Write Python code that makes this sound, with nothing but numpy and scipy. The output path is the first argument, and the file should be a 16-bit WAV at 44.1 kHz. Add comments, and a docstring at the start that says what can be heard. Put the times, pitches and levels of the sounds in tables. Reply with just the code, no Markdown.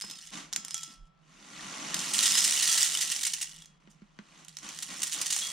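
"""Corn flakes pour from a plastic tub into a ceramic bowl on a kitchen table, close to a two-port microphone.
Each flake is a noise snap with a brief ring; in numbers they make a patter, in runs a crunch.
A few flakes tick and ping the nearly empty bowl, then the load slides down the tub and pours in clumps.
The tub, a noise rustle with a boom, knocks in the hand; a second, shaken pour lands on the heap.
The bowl rings as decaying sines, a small room answers, and a faint room tone and deep rumble lie behind."""
import sys
import numpy as np
from scipy import signal
from scipy.fft import rfft, irfft, next_fast_len
from scipy.io import wavfile
from scipy.ndimage import uniform_filter1d, map_coordinates

SR = 44100
rng = np.random.default_rng(int(sys.argv[2]) if len(sys.argv) > 2 else 0)


def inscribe(sig):
    """Save sig as 16-bit PCM at rate SR to the path in sys.argv[1].

    A 1-D sig is mono; a 2-D sig holds one channel per row.
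    Samples are clipped to [-1, 1] before scaling.
    """
    pcm = np.round(np.clip(np.atleast_2d(sig).T, -1, 1) * 32767)
    wavfile.write(sys.argv[1], SR, pcm.astype(np.int16))


N = 243431

# Levels are relative, ahead of room and microphone; spectra give shape only.
# Stream of flakes landing in the bowl, one curve a pour: [t/s, level/dB]
POUR_CURVES = [
    [(0.0, -45.5), (0.252, -47.5), (0.31, -49.5)],
    [(0.55, -73.5), (0.712, -48.5), (0.788, -44), (0.944, -52.5), (1.008, -77.5), (1.08, -68)],
    [(1.95, -43), (2.0, -35), (2.114, -35.5), (2.202, -26.5), (2.326, -26.5), (2.618, -26), (3.114, -33),
     (3.314, -37.5), (3.506, -46), (3.644, -54), (3.8, -90.5)],
    [(4.26, -82), (4.378, -66), (4.74, -44), (4.9, -43), (5.054, -38.5), (5.258, -37), (5.384, -31),
     (5.52, -38)],
]
# Single flakes hitting: [t/s, level/dB, flake's own pitch f/Hz]
SINGLE_FLAKES = [(0.0107, -22.5, 8800), (0.0199, -21.5, 4970), (0.099, -27.5, 3660), (0.1106, -24.5, 5100),
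                 (0.271, -36, 9600), (0.5273, -20, 7000), (0.5331, -17.5, 5800), (0.5609, -11.5, 6920),
                 (0.6484, -20.5, 6970), (0.6817, -26, 5170), (0.7076, -23.5, 5230), (0.7434, -16.5, 6230),
                 (0.7665, -28, 5660), (0.7782, -25, 7180), (0.8318, -24.5, 7030), (0.8348, -26, 6880),
                 (1.943, -12.5, 6500), (1.9656, -21, 2730), (1.9925, -20.5, 5460), (2.1899, -8, 4120),
                 (2.2785, -14.5, 7800), (2.353, -9, 5100), (2.7535, -13, 6000), (2.95, -13, 2970),
                 (2.9722, -13, 3480), (3.1, -19, 5860), (3.162, -18, 5660), (3.3471, -25.5, 5760),
                 (3.383, -28.5, 9450), (3.4428, -24, 7000), (3.562, -35, 3360), (3.6206, -34, 3420),
                 (3.657, -38, 6500), (4.4476, -36.5, 6340), (4.4825, -30.5, 8050), (4.492, -36.5, 4630),
                 (4.569, -24, 5630), (4.586, -31, 6300), (4.6891, -25, 5990), (4.788, -23, 5800),
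                 (5.0197, -18, 7740), (5.1223, -19, 6990), (5.3634, -14.5, 8210), (5.389, -19, 6940)]
# Clumps of flakes crunching on the heap: [t/s, level/dB, length/s, pitch f/Hz]
CRUNCHING_CLUMPS = [(2.134, -15.5, .04, 7700), (2.2267, -12, 0.029, 8000), (2.256, -12, .035, 5120),
                    (2.371, -12, .04, 4950), (2.4393, -11, 0.035, 8600), (2.624, -12.5, .03, 5160),
                    (2.673, -12.5, .03, 5930), (2.711, -12.5, .05, 6990), (2.772, -12.5, .04, 6130),
                    (2.805, -12, .075, 6040), (3.007, -15, .04, 6720), (3.113, -15, .023, 5560),
                    (3.21, -22, .016, 8490), (3.2313, -14.5, .015, 6230), (3.2495, -15.5, 0.019, 6260),
                    (3.2657, -13.5, .018, 6720), (3.3345, -14.5, .012, 5530), (3.412, -16.5, .014, 7830),
                    (3.4247, -17.5, .014, 7160), (3.9, -52, 0.053, 6000), (4.8237, -19.5, .017, 7300),
                    (5.03, -12, .013, 8200), (5.069, -21, .018, 8300), (5.125, -20, .04, 6600),
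                    (5.213, -14.5, .014, 6100), (5.2604, -17.5, .017, 7400), (5.304, -15, .017, 7050),
                    (5.3227, -15, .025, 6800)]
# Colour of flakes landing in stream and clumps: [f/Hz, level/dB]
LANDING_SPECTRUM = [(180, -29), (300, -32), (614, -32.5), (1230, -16.5), (1300, -15), (1610, -12),
                    (1930, -7), (2210, -8.5), (2880, -2.5), (4370, -3.5), (6520, 0.5), (9550, -1.5),
                    (11100, -13), (14000, -15.5), (16000, -26.5)]
# Air resonances in the bowl: [f/Hz, width/Hz, level/dB]
BOWL_AIR = [(1913, 210, 5.5), (2800, 100, 1.5), (790, 200, 9)]
# Colour of a lone flake's tick: [f/Hz, level/dB]
LONE_TICK_SPECTRUM = [(180, -46.5), (300, -41), (1560, -12.5), (2000, -9), (2480, -12.5), (3030, -5.5),
                      (4230, -5.5), (6620, -3), (7820, -4.5), (9390, -6.5), (11100, -17.5), (12100, -14.5),
                      (16000, -35.5)]
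# Ringing modes of the ceramic bowl: [f/Hz, t60/s, how easily a flake stirs it level/dB]
BOWL_MODES = [(1330, 1.16, -61.5), (3320, 0.53, -60.5), (5129, 0.34, -45), (5770, .26, -67),
              (6800, 0.16, -68.5), (7340, .2, -66.5)]
# Flakes pinging the bowl, damped once the heap has grown; the spot decides which modes ring:
# [t/s, first mode level/dB, second mode level/dB, third mode level/dB, upper modes level/dB]
BOWL_PINGS = [(.012, -68, -66, -42.5, -66), (.112, -68, -72, -49.5, -68), (.562, -56, -53, -54.5, -61),
              (0.709, -71, -59, -41.5, -67), (.744, -50.5, -42.5, -44.5, -41),
              (2.192, -47, -48, -37.5, -54), (2.259, -57.5, -46, -27, -50), (2.343, -61, -47, -29, -48),
              (2.688, -43.5, -33, -41.5, -56.5), (2.799, -48, -38, -49, -54), (3.617, -76, -60, -68, -61),
              (5.421, -56, -32, -65, -65)]
# The load sliding along the tub, one curve for each slow tilt: [t/s, level/dB]
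SLIDE_CURVES = [
    [(1.1, -93), (1.3, -70.5), (1.62, -54), (1.95, -49), (2.45, -52), (3.1, -59.5), (3.45, -74),
     (3.78, -80.5)],
    [(3.8, -77), (4.12, -78.5), (4.27, -70.5), (4.4, -64), (4.53, -78), (4.72, -65.5), (4.88, -66)],
]
# The tub's wall booms less as the load leaves it, more when tipped back: [t/s, boom over rustle level/dB]
LOAD_BOOM = [(1.3, 5), (2.2, 2.5), (2.8, -4.5), (3.7, 8), (4.7, 1.5)]
# Jerks of the hand that shift the flakes in the tub: [t/s, level/dB, hold/s, boom over rustle level/dB]
HAND_SHAKES = [(0.063, -63.5, .02, 8), (0.307, -52, 0.047, 3.5), (0.504, -65, 0.12, 6),
               (0.859, -69.5, 0.022, 10.5), (4.609, -55, 0.045, 1.5), (4.871, -54, 0.038, 4),
               (4.979, -56.5, 0.023, -1), (5.131, -51, 0.044, -1), (5.275, -59.5, 0.21, -2.5)]
# Colour of flakes scraping on plastic: [f/Hz, level/dB]
RUSTLE_SPECTRUM = [(190, -24.5), (330, -7.5), (442, -7.5), (537, -5), (996, -1), (1170, 2), (1620, -2.5),
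                   (1940, -0.5), (2100, -1.5), (2680, -0.5), (4730, -4), (6440, -2.5), (9670, -12),
                   (14300, -34), (16000, -46.5)]
# Air resonances in the tub: [f/Hz, width/Hz, level/dB]
TUB_AIR = [(1156, 100, 0), (1940, 120, 2)]
# Colour of the tub wall's boom: [f/Hz, level/dB]
BOOM_SPECTRUM = [(65, -36), (110, -22), (145, -7), (205, 1), (259, -2.5), (307, -3.5), (351, -13.5),
                 (420, -26), (550, -47.5), (920, -120)]
# The tub knocking in the hand: [t/s, level/dB, clack over thud level/dB]
TUB_KNOCKS = [(0.04, -43.5, 7.5), (0.581, -45, -7), (3.874, -48, -1.5), (4.019, -42, -12),
              (4.189, -38, 1.5)]
# Modes of the tub's wall: [f/Hz, level/dB, t60/s]
TUB_MODES = [(175, -12, .09), (206, 6.5, 0.08), (303, -17, .04)]
# Decay of the small room: [f/Hz, t60/s]
ROOM_DECAY = [(200, 0.11), (1500, 0.26), (6000, 0.3), (14000, 0.15)]
# Colour of the room tone: [f/Hz, level/dB]
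ROOM_TONE_SPECTRUM = [(29, -29), (50, -4.5), (66, -19), (112, -31), (134, -8.5), (157, 6.5), (267, -29.5),
                      (376, -23), (452, -23.5), (568, -22.5), (1240, -20.5), (1360, -19), (1460, -27),
                      (3320, -28), (12000, -71.5), (15600, -96), (22000, -120)]
# Balance of the microphone ports: [f/Hz, left minus right level/dB]
PORT_BALANCE = [(60, -4), (130, -2), (290, -3), (640, -1), (1410, 2), (3100, 0.5), (6820, -4.5), (15000, 1)]
# Gain on the difference between the ports: [f/Hz, level/dB]
PORT_DIFFERENCE = [(150, -9), (500, 0.5), (1000, -1), (2000, -4), (4000, -8), (8000, 4)]

TOP_HZ = 15950  # band limit of the microphone
STRAY_PER_S, STRAY_DB, STRAY_SCATTER_DB = 40, -12, 4.5  # larger flakes that stand out of the stream
SHAKE_ATTACK_S, SHAKE_FALL_DB_PER_S = 0.031, 147.5
SLOW_SLIDE_DB, SLOW_SLIDE_HZ = -69, 2500  # well below this level the flakes only creep, and sound dull
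RUMBLE_DB, RUMBLE_WANDER_DB, RUMBLE_TURNS_PER_S = -76, 2.5, 8
BUMP_S, BUMP_DB, BUMP_WIDTH_S = 1.016, -54, .045  # one soft, deep bump


def pouring(flow, crowding):
    """The stream patters into the bowl: its contacts merge when heavy, and it is duller when it only trickles."""
    patter = amp(-3) * stream(rate=650, scatter_db=3.5, side_db=-10, merged=.3 * crowding)
    stray_times = rng.uniform(0, N / SR, int(STRAY_PER_S * N / SR))
    strays = shower(stray_times, centre_hz=5600, scatter_db=STRAY_SCATTER_DB, size=N, side_db=-4.5)
    trickle = 1 / (1 + flow / amp(-48))
    return dulled(flow * (patter + amp(STRAY_DB) * unit(strays)), trickle, corner_hz=4000)


def clumps(count=20):
    """A clump lands as a run of contacts that swells at once and trails off."""
    out, t = np.zeros((2, N)), np.arange(SR // 8) / SR
    for s, db, length_s, pitch_hz in CRUNCHING_CLUMPS:
        rise = length_s / 4
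        steps = (np.arange(count) + rng.random(count)) / count
        times = length_s * steps ** 1.2  # contacts thin out towards the end
        crunch = shower(times, pitch_hz, scatter_db=2.5, size=len(t), side_db=-13.5)
        crunch = crunch * (t / rise + 0.14) * np.exp(-t / rise)
        add(out, s, amp(db - 7.5) * np.sqrt(rise * SR) * crunch / np.linalg.norm(crunch))
    return out


def single_flakes(count=4):
    """A lone flake gives one sharp tick, then rocks to rest on other edges in a few weaker ones."""
    out = np.zeros((2, N))
    for s, db, pitch_hz in SINGLE_FLAKES:
        # the first edge sounds the flake's own pitch
        edges = np.exp(0.32 * rng.standard_normal(count) * (np.arange(count) > 0))
        tick = ticks(pitch_hz * edges, snap_t60=0.0044, ring_db=-6.0, cycles=41, side_db=-7.0)
        gaps = .002 * rng.uniform(.5, 1.3, count)
        for k, delay in enumerate(np.cumsum(gaps) - gaps[0]):
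            add(out, s + .0007 + delay, amp(db + 8.0 - 7.5 * k) * tick[:, k])
    return out


def stream(rate, scatter_db, side_db, merged, count=300):
    """An even flow of contacts, near rms 1; the merged share is noise, too dense to tell apart."""
    times = rng.uniform(0, N / SR, int(min(rate, 1400) * N / SR))
    # large and small flakes arrive in batches, so the colour keeps shifting
    batch = np.interp(times, np.linspace(0, N / SR, count), rng.standard_normal(count))
    flow = shower(times, 5600 * np.exp(.2 * batch), scatter_db, N, side_db)
    power = np.abs(uniform_filter1d(np.mean(flow ** 2, axis=0), size=1000))
    flow = flow / np.sqrt(power + 1e-9)
    merged = np.clip(merged, 0, .8)
    return np.sqrt(1 - merged) * flow + np.sqrt(merged) * pair((N,), side_db)


def shower(times, centre_hz, scatter_db, size, side_db):
    """Many flakes of random size and pitch touch at the given times."""
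    pitch_hz = np.clip(centre_hz * np.exp(0.3827 * rng.standard_normal(len(times))), 1000, TOP_HZ)
    grains = ticks(pitch_hz, snap_t60=0.0059, ring_db=-7.5, cycles=73, side_db=side_db)
    grains = grains * amp(scatter_db * np.minimum(rng.standard_normal((len(times), 1)), 2))
    where = (times * SR).astype(int)[:, None] + np.arange(grains.shape[-1])
    return np.array([np.bincount(where.ravel(), g.ravel(), size)[:size] for g in grains])


def ticks(pitch_hz, snap_t60, ring_db, cycles, side_db, size=280):
    """One brittle contact for each pitch: a snap and the flake's brief ring, energy 1 a port on average."""
    t, f = np.arange(size) / SR, pitch_hz[:, None]
    snap = pair((len(f), size), side_db) * amp(-60 * t / snap_t60)
    # high notes reach the two ports out of step
    phase = rng.uniform(0, 2 * np.pi, f.shape) + rng.normal(0, 1, (2, *f.shape)) * f / 14000
    ring = np.sin(2 * np.pi * f * t + phase) * amp(-60 * t * f / cycles)  # 60 dB down after so many cycles
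    tick = snap + amp(ring_db) * ring
    return tick / np.sqrt(np.sum(tick ** 2, axis=(0, 2), keepdims=True) / 2)


def bowl(contacts):
    """Every contact stirs the ceramic anew and direct hits ping it; the growing heap muffles the ring."""
    t = np.arange(3 * SR // 2) / SR
    modes = np.array([np.sin(2 * np.pi * hz * t) * amp(-60 * t / t60) for hz, t60, _ in BOWL_MODES])
    filled = np.interp(np.arange(N) / SR, [2.4, 2.8], [0, 1])
    out = np.zeros((2, N))
    for mode, (hz, _, stir_db) in zip(modes, BOWL_MODES):
        muffled_db = stir_db - 15 * filled * (hz > 4000)
        out += signal.fftconvolve(contacts.mean(axis=0) * amp(muffled_db), mode)[:N]
    for s, *db in BOWL_PINGS:
        damping = amp(-45 * t * filled[round(s * SR)])
        mode_db = np.pad(db, (0, len(BOWL_MODES) - len(db)), "edge")  # upper modes share the last level
        add(out, s, amp(mode_db) @ modes * damping)
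    return out


def sliding():
    """The load scrapes down the tub in fine grains and makes its wall boom."""
    tilt = sum(swell(*np.transpose(slide)) for slide in SLIDE_CURVES)
    moves = [(tilt, np.interp(np.arange(N) / SR, *np.transpose(LOAD_BOOM)))]
    moves += [(amp(db) * jerk(s, hold_s), boom_db) for s, db, hold_s, boom_db in HAND_SHAKES]
    motion = np.sqrt(sum(gain ** 2 for gain, _ in moves))
    boom = np.sqrt(sum((gain * amp(boom_db)) ** 2 for gain, boom_db in moves))
    scrape = amp(10) * motion * stream(rate=800, scatter_db=3.5, side_db=-3, merged=0.5)
    creeping = 1 / (1 + motion / amp(SLOW_SLIDE_DB))
    rustle = coloured(dulled(scrape, creeping, SLOW_SLIDE_HZ), RUSTLE_SPECTRUM, TUB_AIR)
    return rustle + amp(-2) * boom * coloured(pair((N,), side_db=-30.5), BOOM_SPECTRUM)


def jerk(s, hold_s):
    """Gain of one shake: the flakes start to move, slide on, and settle."""
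    t = np.arange(N) / SR - s
    settling = amp(-SHAKE_FALL_DB_PER_S * np.maximum(t - SHAKE_ATTACK_S - hold_s, 0))
    return np.clip(t / SHAKE_ATTACK_S, 0, 1) * settling


def knocks():
    """The tub's wall thuds softly in a few decaying modes, with a short plastic clack of noise."""
    out, t = np.zeros((2, N)), np.arange(SR // 4) / SR
    clacks = np.zeros((2, N))
    thud = sum(amp(db - 60 * t / t60) * np.sin(2 * np.pi * hz * t) for hz, db, t60 in TUB_MODES)
    thud = thud * (1 - np.exp(-(t / 0.0017) ** 2))  # soft onset
    for s, db, clack_db in TUB_KNOCKS:
        add(out, s, amp(db - 3.5) * thud)
        clack = pair(t.shape, side_db=0.0) * amp(-60 * t / 0.014)
        add(clacks, s, amp(db + clack_db + 0.5) * clack)
    knock = out + coloured(clacks, [(250, 3.5), (600, 2.5), (1500, 5.5), (2600, 3.5), (7000, -14), (15000, -57)])
    # so small a wall radiates no deep bass
    return signal.sosfilt(signal.butter(N=4, Wn=140, btype="high", fs=SR, output="sos"), knock)


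def room(x, wet_db, early_db, count=14):
    """A short diffuse tail starts at once, with a few early echoes in its first milliseconds."""
    hz, t, z = signal.stft(rng.standard_normal((2, SR // 2)), SR, nperseg=256)
    decay = amp(-60 * t / along(ROOM_DECAY, hz)[:, None])
    tail = signal.istft(z * decay, SR, nperseg=256)[1]
    answer = amp(wet_db) * tail / np.linalg.norm(tail[0])
    # table and nearby things echo
    for delay in rng.uniform(.001, .012, count):
        add(answer, delay, amp(early_db) / np.sqrt(count) * rng.choice([-1, 1], (2, 1)))
    return x + signal.fftconvolve(x, answer, axes=1)[:, :N]


def background():
    """Room tone and a deep rumble, both filtered noise; the rumble wanders at random, with one soft bump."""
    t = np.arange(N) / SR
    turns = rng.standard_normal(int(t[-1] * RUMBLE_TURNS_PER_S) + 4)
    wander = map_coordinates(turns, [t * RUMBLE_TURNS_PER_S])
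    bump = amp(BUMP_DB) * np.exp(-((t - BUMP_S) / BUMP_WIDTH_S) ** 2)
    level = amp(RUMBLE_DB + RUMBLE_WANDER_DB * wander) + bump
    deep = coloured(pair((N,), side_db=-14), [(15, -19.5), (35, 2.5), (55, -22.0), (110, -44), (400, -120)])
    return amp(-62) * coloured(pair((N,), side_db=1.5), ROOM_TONE_SPECTRUM) + level * deep


def amp(db):
    """Decibels to gain."""
    return 10 ** (np.asarray(db) / 20)


def unit(x):
    """Scale to rms 1."""
    return x / np.sqrt(np.mean(x ** 2) + 1e-20)


def along(points, hz):
    """Read (f/Hz, value) points on a log frequency axis."""
    f, v = np.transpose(points)
    return np.interp(np.log(hz + 1), np.log(f + 1), v)


def swell(s, db):
    """Gain per sample from a level curve, at -120 dB outside it."""
    return amp(np.interp(np.arange(N) / SR, s, db, left=-120, right=-120))


def add(track, s, sound):
    """Mix a sound into a track at time s, cut at the track's end."""
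    room_left = track[:, max(round(s * SR), 0):][:, :sound.shape[-1]]
    room_left += sound[..., :room_left.shape[-1]]


def pair(shape, side_db):
    """Left and right noise, partly alike."""
    mid, side = rng.standard_normal((2, *shape))
    return unit(np.array([mid + amp(side_db) * side, mid - amp(side_db) * side]))


def coloured(x, spectrum, peaks=()):
    """Causal minimum-phase filter of unit power from a spectrum and its air resonances."""
    size = 2 * next_fast_len(N // 2 + SR // 8)
    hz = np.fft.rfftfreq(size, 1 / SR)
    db = along(spectrum, hz) + sum(g / (1 + (2 * (hz - f) / w) ** 2) for f, w, g in peaks)
    cepstrum = irfft(np.log(np.maximum(unit(amp(db)), 1e-6)))
    # folding the cepstrum forward lets nothing sound before its cause
    cepstrum[1:size // 2] *= 2
    cepstrum[size // 2 + 1:] = 0
    return irfft(rfft(x, size) * np.exp(rfft(cepstrum)), size)[..., :N]


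def dulled(x, share, corner_hz):
    """Take the treble off a share of the sound."""
    soft = signal.sosfilt(signal.butter(N=1, Wn=min(corner_hz, TOP_HZ), fs=SR, output="sos"), x)
    return x + share * (soft - x)


def scene():
    """Flakes, bowl and tub in the kitchen, over the background."""
    flow = sum(swell(*np.transpose(pour)) for pour in POUR_CURVES)
    crowding = flow ** 2 / (flow ** 2 + amp(-30.5) ** 2)  # near 0 for a trickle, towards 1 for a full stream
    landing = coloured(pouring(flow, crowding) + clumps(), LANDING_SPECTRUM, BOWL_AIR)
    lone = coloured(single_flakes(), LONE_TICK_SPECTRUM, [(844, 340, 10.7)])
    contacts = landing + lone
    near = room(contacts + sliding() + knocks(), wet_db=-8.5, early_db=-10.5)
    return near + bowl(contacts) + background()


def record(dry):
    """The two close microphone ports differ in colour and keep nothing above the band limit."""
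    size = next_fast_len(N + SR // 4)
    hz = np.fft.rfftfreq(size, 1 / SR)
    left, right = rfft(dry, size)
    mid = (left + right) / 2
    side = (left - right) / 2 * amp(along(PORT_DIFFERENCE, hz))
    balance = amp(np.outer([.5, -.5], along(PORT_BALANCE, hz)))
    ports = np.array([mid + side, mid - side]) * balance
    return irfft(ports * (hz < TOP_HZ), size)[:, :N]


dry = scene()
out = record(dry)
inscribe(out)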